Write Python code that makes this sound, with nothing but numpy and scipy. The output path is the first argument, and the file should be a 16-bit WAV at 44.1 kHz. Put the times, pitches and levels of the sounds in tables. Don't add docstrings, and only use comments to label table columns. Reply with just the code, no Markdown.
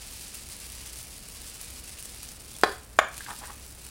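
import sys
import numpy as np
from scipy import signal
from scipy.fft import rfft, irfft
from scipy.io import wavfile

SR = 44100
rng = np.random.default_rng(int(sys.argv[2]) if len(sys.argv) > 2 else 0)


def master_out(mix):
    frames = np.transpose(np.atleast_2d(mix))
    ceiling = np.clip(frames, -1, 1)
    pcm = np.round(ceiling * 32767).astype(np.int16)
    wavfile.write(sys.argv[1], SR, pcm)


N = 171990


def undb(db):
    return 10 ** (np.asarray(db) / 20)


def unit(x):
    return x / np.sqrt(np.mean(x ** 2))


def shape(x, gain):
    hz = np.maximum(np.fft.rfftfreq(len(x), 1 / SR), 1)
    return irfft(rfft(x) * gain(hz), len(x))


def colour(x, points):
    hz, db = np.array(points).T
    return shape(x, lambda f: undb(np.interp(np.log(f), np.log(hz), db)))


def band(x, hz, width_hz):
    peak = signal.iirpeak(min(hz, SR / 2 - 1), hz / width_hz, fs=SR)
    return unit(signal.lfilter(*peak, x))


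def wobble(hz):
    return unit(shape(rng.standard_normal(N), lambda f: np.exp(-(f / hz) ** 2)))


def fade(t, t60):
    return np.exp(-np.log(1000) * t / t60)


def clicks(per_s, spread_db):
    hits = rng.random(N) < per_s / SR
    polarity = rng.choice([-1, 1], N)
    return hits * polarity * undb(spread_db * np.minimum(rng.exponential(size=N), 3.5))


def add(out, start, x):
    i = int(start * SR)
    out[i:i + len(x)] += x[:N - i]


# (frequency [Hz], gain [dB])
RUMBLE_COLOUR = [(12, -19), (22, -9), (40, -2.5), (65, 0.5), (90, -7), (125, -8.5), (170, -13),
                 (210, -11.5), (300, -16.5), (400, -18), (1000, -23.5), (2000, -27), (8000, -44)]
# (frequency [Hz], gain [dB])
HISS_COLOUR = [(50, 2), (150, 3), (500, 6.5), (2000, -4), (5000, -5), (9000, -6.5), (15000, 5.5)]

def background(t, hum_hz=60.2):
    rumble = undb(-50) * unit(colour(rng.standard_normal(N), RUMBLE_COLOUR))
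    hum = undb(-56.5) * unit(np.sin(2 * np.pi * hum_hz * t))
    hiss = np.array([unit(colour(noise, HISS_COLOUR)) for noise in rng.standard_normal((2, N))])
    return rumble + hum + undb(-60.5) * hiss


# (delay [s], level [dB])
ECHOES = [(.0062, -18), (.0085, -18), (0.011, -16)]
# (frequency [Hz], gain [dB])
ROOM_COLOUR = [(150, -2), (320, -2), (550, 0), (1000, 0), (3000, 1.5), (6000, 0), (12000, -7)]

def kitchen_reverb(dry, t, tail_db=-14, predelay_s=0.012, build_s=0.015):
    t = t[:32768]
    build = np.clip((t - predelay_s) / build_s, 0, 1)
    tail = colour(rng.standard_normal(len(t)), ROOM_COLOUR) * fade(t, t60=0.34) * build
    response = undb(tail_db) * tail / np.sqrt(np.sum(tail ** 2))
    for delay, db in ECHOES:
        response[int(delay * SR)] += undb(db)
    return dry + signal.fftconvolve(dry, response)[:N]


# (frequency [Hz], gain [dB])
BOWL_COLOUR = [(250, -3), (600, -12.5), (820, -6.5), (1150, -8.5), (1400, -12.5), (1750, -5), (2400, -14),
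               (4000, -9), (6000, -38)]
# (time [s], length [s], level before trim [dB], pitch [Hz])
SCRAPES = [(3.196, 0.026, -44.5, 1600), (3.26, 0.011, -43.5, 1710), (3.263, 0.076, -40.5, 1010),
           (3.3, 0.013, -43, 1220), (3.407, 0.048, -45, 840), (3.425, 0.055, -53, 1470),
           (3.468, 0.058, -47, 1040)]

def spoon_scrapes(trim_db=-0.5):
    out = np.zeros(N)
    for start, length, db, hz in SCRAPES:
        grit = colour(clicks(per_s=900, spread_db=4)[:8192], BOWL_COLOUR)
        stroke = band(grit, hz, width_hz=450)[:int(length * SR)]
        swell = np.sqrt(2 * np.hanning(len(stroke)))
        add(out, start, undb(db + trim_db) * unit(stroke) * swell)
    return out


# (frequency [Hz], level [dB], t60 [s])
HOLLOW_MODES = [(437, -13, 0.043), (562, 0.5, 0.014), (730, -14.5, 0.043), (1080, -11.5, 0.042),
                (1265, -4, 0.013), (1473, 4.5, 0.0069), (1580, -21, 0.025), (1730, -18, 0.043),
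                (1955, -26, 0.06), (2430, -24, 0.039), (3340, -24.5, 0.052), (4000, -21, 0.029),
                (4710, -7, 0.0072), (7350, -18, 0.0055)]
BRIGHT_MODES = [(668, -11, 0.029), (730, -5, 0.016), (1138, -9.5, 0.04), (1240, -2.5, 0.011),
                (1490, -7, 0.018), (1846, -9.5, 0.025), (2340, -11.5, 0.023), (2465, -13.5, 0.022),
                (3230, -17, 0.019), (3490, -18.5, 0.04), (4970, -27, 0.024), (6950, -13.5, 0.008)]
# (frequency [Hz], gain [dB])
HOLLOW_CRACK = [(120, 1), (300, -9), (450, 12), (900, 11), (2000, -9), (2700, -8), (4000, 4), (5000, -4),
                (5700, -8), (8300, -7), (15000, -25)]
BRIGHT_CRACK = [(150, -2), (330, -5), (600, 0), (900, 5), (1800, 15), (3500, 2), (4100, -10), (6000, -10),
                (7100, 2), (7800, -16), (9400, -8), (15000, -22)]
# (time [s], gain [dB], ring table, crack table)
KNOCKS = [(2.635, -0.5, HOLLOW_MODES, HOLLOW_CRACK), (2.9884, 0, BRIGHT_MODES, BRIGHT_CRACK)]

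def cup_knocks(t, contact_s=0.00068, low_cut_hz=215):
    out, t = np.zeros(N), t[:16384]
    attack = 1 - np.exp(-t / contact_s)
    for start, db, modes, crack_colour in KNOCKS:
        ring = sum(undb(level) * np.sin(2 * np.pi * hz * t) * fade(t, t60) for hz, level, t60 in modes)
        crack = undb(-12) * colour(rng.standard_normal(len(t)), crack_colour) * fade(t, t60=0.033)
        add(out, start, undb(db) * (ring + crack) * attack)
    return signal.sosfilt(signal.butter(2, low_cut_hz, "high", fs=SR, output="sos"), out)


# (time [s], peak level [dB], pitch [Hz])
POPS = [(.868, -45, 3400), (.863, -40, 6200), (2.548, -42, 3430)]

def batter_pops(t, length_s=0.01):
    out, t = np.zeros(N), t[:int(length_s * SR)]
    for start, db, hz in POPS:
        add(out, start, undb(db) * np.hanning(len(t)) * np.sin(2 * np.pi * hz * t))
    return out


# (time [s], level before trim [dB], pitch [Hz])
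SPITS = [(0.281, -32, 9000), (0.352, -27, 7500), (0.9323, -30, 9500), (.958, -26.5, 9050),
         (.988, -31, 9300), (1.0287, -29.5, 10900), (1.499, -30, 8500), (1.6134, -23, 9400),
         (2.005, -34, 8930), (2.026, -24.5, 9250), (2.0554, -27.5, 8300), (2.231, -23.5, 9100),
         (2.2887, -27, 6400), (2.565, -26, 8100), (2.5861, -27.5, 9200), (2.613, -24, 8900),
         (3.1427, -30.5, 6990), (3.1793, -23.5, 9200), (3.3887, -29.5, 10000), (3.866, -29.5, 9500)]

def batter_spits(t, trim_db=-6, snap_db=-3):
    out, t = np.zeros(N), t[:2048]
    for start, db, hz in SPITS:
        puff = rng.standard_normal(len(t))
        spit = band(puff, hz, width_hz=1400) + undb(snap_db) * puff
        add(out, start, undb(db + trim_db) * spit * fade(t, t60=0.009))
    return out


# (time [s], level before trim [dB])
SIZZLE_LEVEL = [(0, -42.5), (.35, -43.5), (.44, -45.5), (.65, -42), (1.0, -44.5), (1.15, -46.5),
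                (1.38, -45.5), (1.5, -44), (2.24, -44), (2.44, -49.5), (2.61, -45.5), (2.8, -53),
                (3.08, -55.5), (3.14, -43.5), (3.28, -44.5), (3.47, -45.5), (3.56, -49), (3.9, -49)]

def sizzle_ride_db(t):
    return np.interp(t, *np.array(SIZZLE_LEVEL).T)


# (frequency [Hz], gain [dB])
CRACKLE_COLOUR = [(800, -21), (2500, -6.5), (5000, -5), (7500, -2.5), (9200, 3.5), (11000, -1.5),
                  (12000, -5.5), (15000, -4.5), (16000, -3.5)]

def steam_crackles(t, level_db=-48, follow=0.54):
    bursts = clicks(per_s=110, spread_db=2)
    power_decay = fade(1 / SR, t60=0.015) ** 2
    power = signal.lfilter([1], [1, -power_decay], bursts ** 2 + 1e-18)
    puffs = unit(colour(np.sqrt(power) * rng.standard_normal(N), CRACKLE_COLOUR))
    ride_db = sizzle_ride_db(t)
    return puffs * undb(level_db + follow * (ride_db - ride_db.max()))


# (frequency [Hz], gain [dB])
SIZZLE_COLOUR = [(300, -14), (1200, -8.5), (1900, -6), (2600, -1), (3500, -3.5), (4800, 0.5), (6500, -2.5),
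                 (8200, 0), (9300, -0.5), (10800, -1.5), (12000, -10), (15000, -9), (16000, -15.5)]

def batter_sizzle(t, trim_db=-2.13, flurry_hz=32.8, flicker_hz=171, split_hz=4970, wet_db_per_s=-0.14):
    bubbles = clicks(per_s=9000, spread_db=3)
    flurries = undb(1.46 * wobble(flurry_hz) + wobble(flicker_hz))
    fizz = unit(colour(bubbles * flurries, SIZZLE_COLOUR))
    wet = shape(fizz, lambda f: 1 / (1 + (f / split_hz) ** 4))
    crisp = (fizz - wet) * undb(1.47 * wobble(flurry_hz))
    setting = undb(wet_db_per_s * t)
    return (wet * setting + crisp) * undb(trim_db + sizzle_ride_db(t))


def scene():
    t = np.arange(N) / SR
    griddle = batter_sizzle(t) + steam_crackles(t) + batter_spits(t) + batter_pops(t)
    cup = cup_knocks(t) + spoon_scrapes()
    return kitchen_reverb(griddle + cup, t) + background(t)


def record(dry, top_hz=15900):
    high_cut = signal.ellip(10, .1, 80, top_hz, fs=SR, output="sos")
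    return signal.sosfilt(high_cut, np.clip(dry, -1, 1))


dry = scene()
out = record(dry)
master_out(out)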